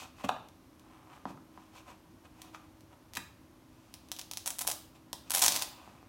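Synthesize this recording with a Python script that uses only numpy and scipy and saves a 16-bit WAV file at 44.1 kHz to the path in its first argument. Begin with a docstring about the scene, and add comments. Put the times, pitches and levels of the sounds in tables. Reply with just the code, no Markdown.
"""Hands work a sandal's hook-and-loop strap on a wooden floor in a small quiet room, over air and a faint hum.
From the start, filtered grains make fingers rub and brush the fabric; damped modes make nudges and knocks.
Small tufts of hooks snap as the tab is picked loose: whitened noise volleys through a short ring, plus recoil.
Later come three short tugs and the surges of the rip: runs of small snaps over a rasp of dense clicks;
a last rub and two faint knocks follow."""
import sys
import numpy as np
from scipy import signal
from scipy.fft import rfft, irfft
from scipy.io import wavfile

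SR = 44100
rng = np.random.default_rng(int(sys.argv[2]) if len(sys.argv) > 2 else 0)


def generate_wav(signal):
    """Clip the signal to [-1, 1] and save it as 16-bit WAV at the path in sys.argv[1]."""
    frames = np.transpose(np.atleast_2d(signal))
    scaled = np.clip(frames, -1, 1) * 32767
    pcm = np.round(scaled).astype(np.int16)
    wavfile.write(sys.argv[1], SR, pcm)


N = 268128
TIME = np.arange(N) / SR   # seconds
CUTOFF_HZ = 15900   # top of the treble

# spectrum of the still room air: hz, relative level_db
AIR_SPECTRUM = [(15, -60), (25, -8.5), (80, 1.5), (175, -4), (317, -2), (451, -14.5), (575, -9.5),
                (734, -14), (1020, -12.5), (1700, -21), (4870, -27.5), (5730, -26.5), (7510, -31),
                (12500, -30), (16000, -36)]
AIR_DB = -59.5   # rms
# wavering hum lines: pitch_hz, rms level_db before the waver
HUM_LINES = [(102.3, -74.5), (258.4, -70.5), (317.6, -68)]
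# strokes of the hands on the sandal, plus a short burst of rub and brush that thickens the snap at 3.17 s: #
# middle_s, length_s, soft rub_db, dry brush_db (both before the trims in scene)
HAND_STROKES = [(0, 0.11, -47, -51.5), (0.205, 0.076, -52.5, -62.5), (0.248, 0.016, -40.5, -47),
                (0.291, 0.007, -31, -41.5), (0.94, 0.25, -62, -86), (1.141, 0.11, -55, -70.5),
                (1.294, 0.057, -57, -62.5), (1.61, 0.16, -63, -73), (1.774, 0.07, -53, -60),
                (1.897, 0.062, -52.5, -62.5), (2.255, 0.03, -56, -68), (2.442, 0.16, -60.5, -67.5),
                (2.551, 0.027, -52, -58.5), (2.63, 0.086, -62, -86), (2.928, 0.029, -56.5, -85),
                (3.172, 0.0081, -36.5, -37), (3.943, 0.52, -75, -74),   (4.959, 0.026, -58.5, -66),
                (5.28, 0.045, -64, -66), (5.72, 0.54, -58, -67.5)]
# tone of skin rubbing on padding: hz, relative level_db
RUB_SPECTRUM = [(200, -14.5), (450, -8), (700, -1), (1050, 4), (1700, -9), (2800, -10.5), (5000, -27.5),
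                (9000, -25), (16000, -53)]
# tone of webbing brushing on webbing: hz, relative level_db
BRUSH_SPECTRUM = [(800, -54.5), (2500, 10.5), (4000, 2.5), (7000, 1.5), (10000, -7.5), (13000, -6),
                  (16000, -13.5)]
# blows on the sandal: start_s, level_db, contact brightness_hz, sole thud_db relative to the blow,
# stiffness of the spot as a pitch ratio for the upper
SANDAL_KNOCKS = [(.241, -11.5, 1100, 1.5, 0.72), (0.2511, -15.5, 1280, -5.5, 0.82),
                 (0.2921, 0, 1460, -34, 0.93), (.364, -18, 700, -20, 1.1), (1.2543, -10.5, 603, -4.5, 1.15),
                 (1.304, -24, 604, 5, 1.06), (1.375, -29.5, 600, -2, 1.5), (1.5755, -25, 980, -4, 1.19),
                 (2.547, -20.5, 2160, -30, 1.45), (3.1712, -11, 4570, -20, 1.97),
                 (3.172, -13.5, 4000, -7.5, 1.17), (4.649, -20.5, 700, -19, 1.08),
                 (4.686, -13, 700, -15, 0.86), (5.1315, -19, 900, -11, 1.15), (5.484, -19, 880, -1.5, 1.13),
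                 (5.876, -28, 1020, -2, 0.97), (6.028, -32.5, 700, -2, 1.3)]
# resonances of the sandal's upper and buckle, before each blow's scatter: pitch_hz, width_hz, level_db
UPPER_MODES = [(587, 275, -5.5), (868, 270, 3), (1610, 470, -1), (1940, 290, -8), (2850, 540, -2.5),
               (4200, 500, 2.5), (6360, 1200, -0.5)]
# resonances of the sole on the floor, before each blow's scatter: pitch_hz, width_hz, level_db
SOLE_MODES = [(69, 32, -23), (126, 47, 2), (181, 78, 0.5), (265, 40, 2.5), (340, 73, -1.5)]
# the clearest tufts of hooks letting go: start_s, level_db, tear_s (time the tuft takes to tear)
CLEAR_SNAPS = [(0.486, -36, .001), (0.7955, -38.5, 0.00088), (2.4181, -23.5, 0.00064), (2.8074, -39, .0007),
               (3.1355, -24.5, 0.00054), (3.152, -20, 0.00079), (3.1597, -22.5, 0.00046),
               (3.1706, -15.5, .0009), (3.9406, -22, 0.00025), (4.0869, -35.5, 0.00035),
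               (4.1169, -11.5, 0.00037), (4.1649, -25, 0.00036), (4.1882, -22, 0.00028),
               (4.1928, -16, .0012), (4.2137, -21, 0.00045), (4.3131, -15, 0.00025),
               (4.3353, -17.5, 0.00018), (4.3723, -12, 0.00027), (4.4595, -13, 0.0014),
               (4.4759, -6.5, 0.0006), (4.5046, -12, 0.00074), (4.5861, -16.5, 0.00027),
               (4.5912, -9.5, 0.00029), (4.6135, -11, .0006), (4.6746, -2.5, 0.0015), (4.7135, -12, 0.0016),
               (5.1301, -12.5, 0.00043), (5.2986, -19, 0.00085), (5.3056, -6, 0.0013),
               (5.3177, -7.5, 0.00044), (5.3485, -0.5, 0.0017), (5.3933, -6.5, .0014),
               (5.4187, -2.5, .0014), (5.4223, 2.5, 0.0014), (5.4395, -1, 0.00036), (5.4628, 1.5, 0.00036),
               (5.4807, 3, 0.0016), (5.5217, -7, .0006), (5.5619, -6, 0.0012), (5.594, -17, .0003),
               (5.6213, -5.5, 0.0023)]
NEIGHBOUR_GAP_S, NEIGHBOUR_DB = 0.003, -9.5   # typical delay and relative level of a neighbour dragged loose
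# the hooks ring higher the tauter the strap is held: time_s, ring_hz before scatter
STRAP_TAUTNESS = [(3.17, 2640), (4.2, 3900), (4.37, 4900), (4.5, 8750), (4.69, 9500), (4.75, 4200),
                  (5.13, 3720), (5.3, 10000), (5.355, 12000), (5.42, 6200), (5.463, 7400), (5.48, 4200)]
RING_SCATTER_OCTAVES = 0.18   # no two tufts ring alike
RECOIL_SHARE = 0.97   # share of a tuft's swing in dB that the strap's recoil follows
# tone of the hooks: hz, relative level_db
HOOK_SPECTRUM = [(300, -30.5), (900, -9), (1550, -7), (2100, -6), (3000, -2), (4700, -3), (6200, 0),
                 (8000, -3), (10500, -2.5), (13000, -5), (16000, -7.5)]
# tone of the strap body: hz, relative level_db
STRAP_SPECTRUM = [(150, -14.5), (280, -9.5), (420, -9.5), (650, 3), (1000, 5), (1550, -5.5), (2300, -17.5),
                  (6000, -74.5)]
# pulls that peel the strap, three short tugs and then the surges of the rip:
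# start_s, length_s, rasp_db of single hooks, tuft_db before scatter
PEEL_PULLS = [(4.463, .024, -46.5, -15), (4.604, 0.023, -54, -15), (4.667, .057, -56, -13.5),
              (5.333, 0.052, -35.5, -9.5), (5.389, 0.033, -47, -13), (5.42, 0.048, -33, -5.5),
              (5.488, .053, -47, -17), (5.54, 0.0356, -38, -14.5), (5.577, .06, -45.5, -23)]
PULL_EDGE_S = 0.0023   # a pull takes hold and lets go this fast
TUFT_GAP_S = 0.007   # average spacing of the small tufts within a pull
TUFT_TEAR_S, TUFT_SCATTER_DB = 0.00044, 1   # typical tear time, and level spread either way
# length of the room's tail: hz, t60_s
ROOM_T60 = [(150, 0.54), (500, 0.4), (1400, 0.44), (4000, 0.45), (9000, 0.31), (15000, 0.41)]
# strength of the room's tail against the direct sound: hz, level_db
ROOM_LEVEL = [(100, 0.5), (400, -2), (1000, -7), (4000, -5.5), (9000, -8.5), (15000, -4.5)]
# first reflections: delay_s, level_db against the direct sound
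FIRST_ECHOES = [(.0039, -12), (.0095, -15)]


def from_db(db):
    """Decibels to gain."""
    return 10 ** (np.asarray(db) / 20)


def rms_one(x):
    """Scale to rms 1."""
    return x / np.sqrt(np.mean(x ** 2) + 1e-20)


def energy_one(x):
    """Scale to total energy 1."""
    return x / np.sqrt(np.sum(x ** 2) + 1e-20)


def at_hz(points, hz):
    """Read a table on a log-frequency axis."""
    f, value = np.transpose(points)
    return np.interp(np.log(np.maximum(hz, 1)), np.log(f), value)


def add(track, s, sound):
    """Mix a sound in at time s."""
    start = max(round(s * SR), 0)
    track[start:start + len(sound)] += sound[:max(N - start, 0)]


def drift(rate):
    """Random wander through rate knots a second, each knot drawn with spread 1."""
    knots = rng.standard_normal(N // 20)
    return np.interp(TIME * rate, np.arange(len(knots)), knots)


def colour(x, spectrum, size=4096):
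    """Causal (minimum-phase) filter of the given shape that keeps the power of white noise."""
    cepstrum = irfft(np.log(from_db(at_hz(spectrum, np.fft.rfftfreq(size, 1 / SR)))))
    # folding the cepstrum onto positive time makes the filter minimum-phase
    cepstrum[1:size // 2] *= 2
    cepstrum[size // 2 + 1:] = 0
    response = energy_one(irfft(np.exp(rfft(cepstrum))))
    return signal.fftconvolve(x, response)[:N]


def grains(per_s, spread_db):
    """Random clicks of random sign, sized by an exponential spread in dB; rms 1."""
    sizes = from_db(spread_db * np.minimum(rng.exponential(1, N), 4)) * rng.choice([-1, 1], N)
    return rms_one(sizes * (rng.random(N) < per_s / SR))


def background(waver):
    """Still room air, and a hum whose lines waver in level and phase."""
    air = from_db(AIR_DB) * rms_one(colour(rng.standard_normal(N), AIR_SPECTRUM))
    hum = np.zeros(N)
    for hz, db in HUM_LINES:
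        swell = 1 + waver * drift(3.215)
        phase = 2 * np.pi * hz * TIME + 2 * waver * drift(7.5)
        hum += from_db(db) * np.sqrt(2) * swell * np.sin(phase)
    return air + hum


def handling(rub_db, brush_db):
    """Skin on padding gives a dull grainy rub, webbing on webbing a finer dry brush."""
    rub, brush = np.zeros(N), np.zeros(N)
    for middle, length, soft_db, dry_db in HAND_STROKES:
        pressure = np.exp(-(2 * (TIME - middle) / length) ** 2)
        rub += pressure * from_db(soft_db + rub_db)
        brush += pressure * from_db(dry_db + brush_db)
    rub_grains = colour(grains(500, spread_db=2), RUB_SPECTRUM)
    brush_grains = colour(grains(4000, spread_db=0.0), BRUSH_SPECTRUM)
    return rub * rub_grains + brush * brush_grains


def struck(modes, stiffness, scatter_db):
    """Damped modes, higher at a stiffer spot; each blow shares its energy among them a little differently."""
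    t, out = TIME[:SR // 5], 0
    for k, (hz, width, db) in enumerate(modes):
        strength, detune = rng.standard_normal(2)
        mode_hz = hz * stiffness * (1 + 0.011 * detune)
        wave = np.sin(2 * np.pi * mode_hz * t) * np.exp(-np.pi * width * t)
        # neighbouring modes start in opposite directions
        out = out + (-1) ** k * from_db(db + scatter_db * strength) * energy_one(wave)
    return out


def knocks():
    """Soft contacts stir only the low modes of the upper; the sole passes the blow to the floor."""
    out = np.zeros(N)
    for s, db, bright_hz, thud_db, stiffness in SANDAL_KNOCKS:
        contact = signal.butter(2, min(bright_hz, .4 * SR), fs=SR, output="sos")
        upper = signal.sosfilt(contact, struck(UPPER_MODES, stiffness, scatter_db=-1.0))
        sole = struck(SOLE_MODES, 1.0, scatter_db=4.5)
        add(out, s, from_db(db) * energy_one(upper))
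        add(out, s, from_db(db + thud_db) * energy_one(sole))
    return out


def whiten(x):
    """Keep the phases of a burst but give every frequency the same strength."""
    spectrum = rfft(x)
    return irfft(spectrum / (np.abs(spectrum) + 1e-12), len(x))


def tufts():
    """Clear snaps, their neighbours and an uneven run of small tufts in every pull: start_s, level_db, tear_s."""
    rows = list(CLEAR_SNAPS)
    for (s, db, _), gap in zip(CLEAR_SNAPS, rng.uniform(-1, 1, size=len(CLEAR_SNAPS))):
        rows.append((s + NEIGHBOUR_GAP_S * 2 ** gap, db + NEIGHBOUR_DB, TUFT_TEAR_S))
    for start, length, _, db in PEEL_PULLS:
        for k, (late, size, slow) in enumerate(rng.uniform(-1, 1, size=(12, 3))):
            after = TUFT_GAP_S * (k + .5 + .5 * late)
            if after < length:
                rows.append((start + after, db + TUFT_SCATTER_DB * size, TUFT_TEAR_S * 2 ** slow))
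    return rows


def snaps(recoil_db, ring_width_hz, crack):
    """The hooks of a tuft break in a quick dying volley, ring briefly, and the freed strap springs back."""
    hooks, recoil, t = np.zeros(N), np.zeros(N), TIME[:SR // 40]
    r = np.exp(-np.pi * ring_width_hz / SR)   # pole radius of the ring
    chances = rng.standard_normal(size=(200, 2))
    breaks = rng.standard_normal(size=(200, len(t)))
    for (s, db, tear_s), (detune, swing), noise in zip(tufts(), chances, breaks):
        # the first hooks to go hand their load to the rest, so the volley swells before it dies
        age = t / tear_s
        volley = whiten(noise * np.sqrt(age) * np.exp(-age)) * np.exp(-(age / 4) ** 2)
        taut_hz = np.interp(s, *np.transpose(STRAP_TAUTNESS))
        ring_hz = min(taut_hz * 2 ** (RING_SCATTER_OCTAVES * detune), CUTOFF_HZ)
        feed = [(1 - r * r) / 2, 0, (r * r - 1) / 2]
        resonance = [1, -2 * r * np.cos(2 * np.pi * ring_hz / SR), r * r]
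        ringing = signal.lfilter(feed, resonance, volley)
        add(hooks, s, from_db(db) * energy_one(ringing + crack * volley))
        # a one-sample kick of random direction
        add(recoil, s, from_db(RECOIL_SHARE * db + recoil_db) * np.sign([swing]))
    return colour(hooks, HOOK_SPECTRUM) + colour(recoil, STRAP_SPECTRUM)


def peeling(hooks_per_s, catch_db, strap_db):
    """Along the peel line single hooks give way in a dense stream, catching and slipping unevenly."""
    pull = np.zeros(N)
    for start, length, rasp_db, _ in PEEL_PULLS:
        from_edge = np.minimum(TIME - start, start + length - TIME)
        pull += from_db(rasp_db) * np.clip(from_edge / PULL_EDGE_S, 0, 1)
    catching = from_db(catch_db * drift(350))
    hooks = pull * rms_one(grains(hooks_per_s, spread_db=0.5) * catching)
    return colour(hooks, HOOK_SPECTRUM) + from_db(strap_db) * colour(hooks, STRAP_SPECTRUM)


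def room(x):
    """Two near reflections, and a diffuse tail that swells quickly and dies at its own pace in each band."""
    t = TIME[:SR * 3 // 4]
    hz, white = np.fft.rfftfreq(2 * len(t), 1 / SR), rfft(rng.standard_normal(2 * len(t)))
    edges, response = np.geomspace(40, SR / 2, num=14), np.zeros(len(t))
    swell = 1 - np.exp(-t / .003)
    for low, high in zip(edges, edges[1:]):
        centre = np.sqrt(low * high)
        band = irfft(white * (hz >= low) * (hz < high))[:len(t)]
        fade = swell * from_db(-60 * t / at_hz(ROOM_T60, centre))
        response += from_db(at_hz(ROOM_LEVEL, centre)) * band * energy_one(fade)
    response[0] += 1   # direct sound
    for delay, db in FIRST_ECHOES:
        response[round(delay * SR)] += from_db(db)
    return signal.fftconvolve(x, response)[:N]


def scene():
    """Hands, sandal and strap sound in the room over its background."""
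    strap = snaps(recoil_db=-13.5, ring_width_hz=3600, crack=1.0)
    strap = strap + peeling(hooks_per_s=1300, catch_db=3.0, strap_db=-5.5)
    sandal = knocks() + handling(rub_db=-1.0, brush_db=1.0)
    return (room(strap + sandal) + background(waver=0.47))[None, :]


def record(dry, top=0.69):
    """The microphone drops the deep bass and rounds the sharpest peaks; the treble is cut steeply."""
    thin = signal.sosfilt(signal.butter(6, 39, "high", fs=SR, output="sos"), dry)
    rounded = top * np.tanh(thin / top)
    return signal.sosfilt(signal.ellip(10, .2, 80, CUTOFF_HZ, fs=SR, output="sos"), rounded)


dry = scene()
out = record(dry)
generate_wav(out)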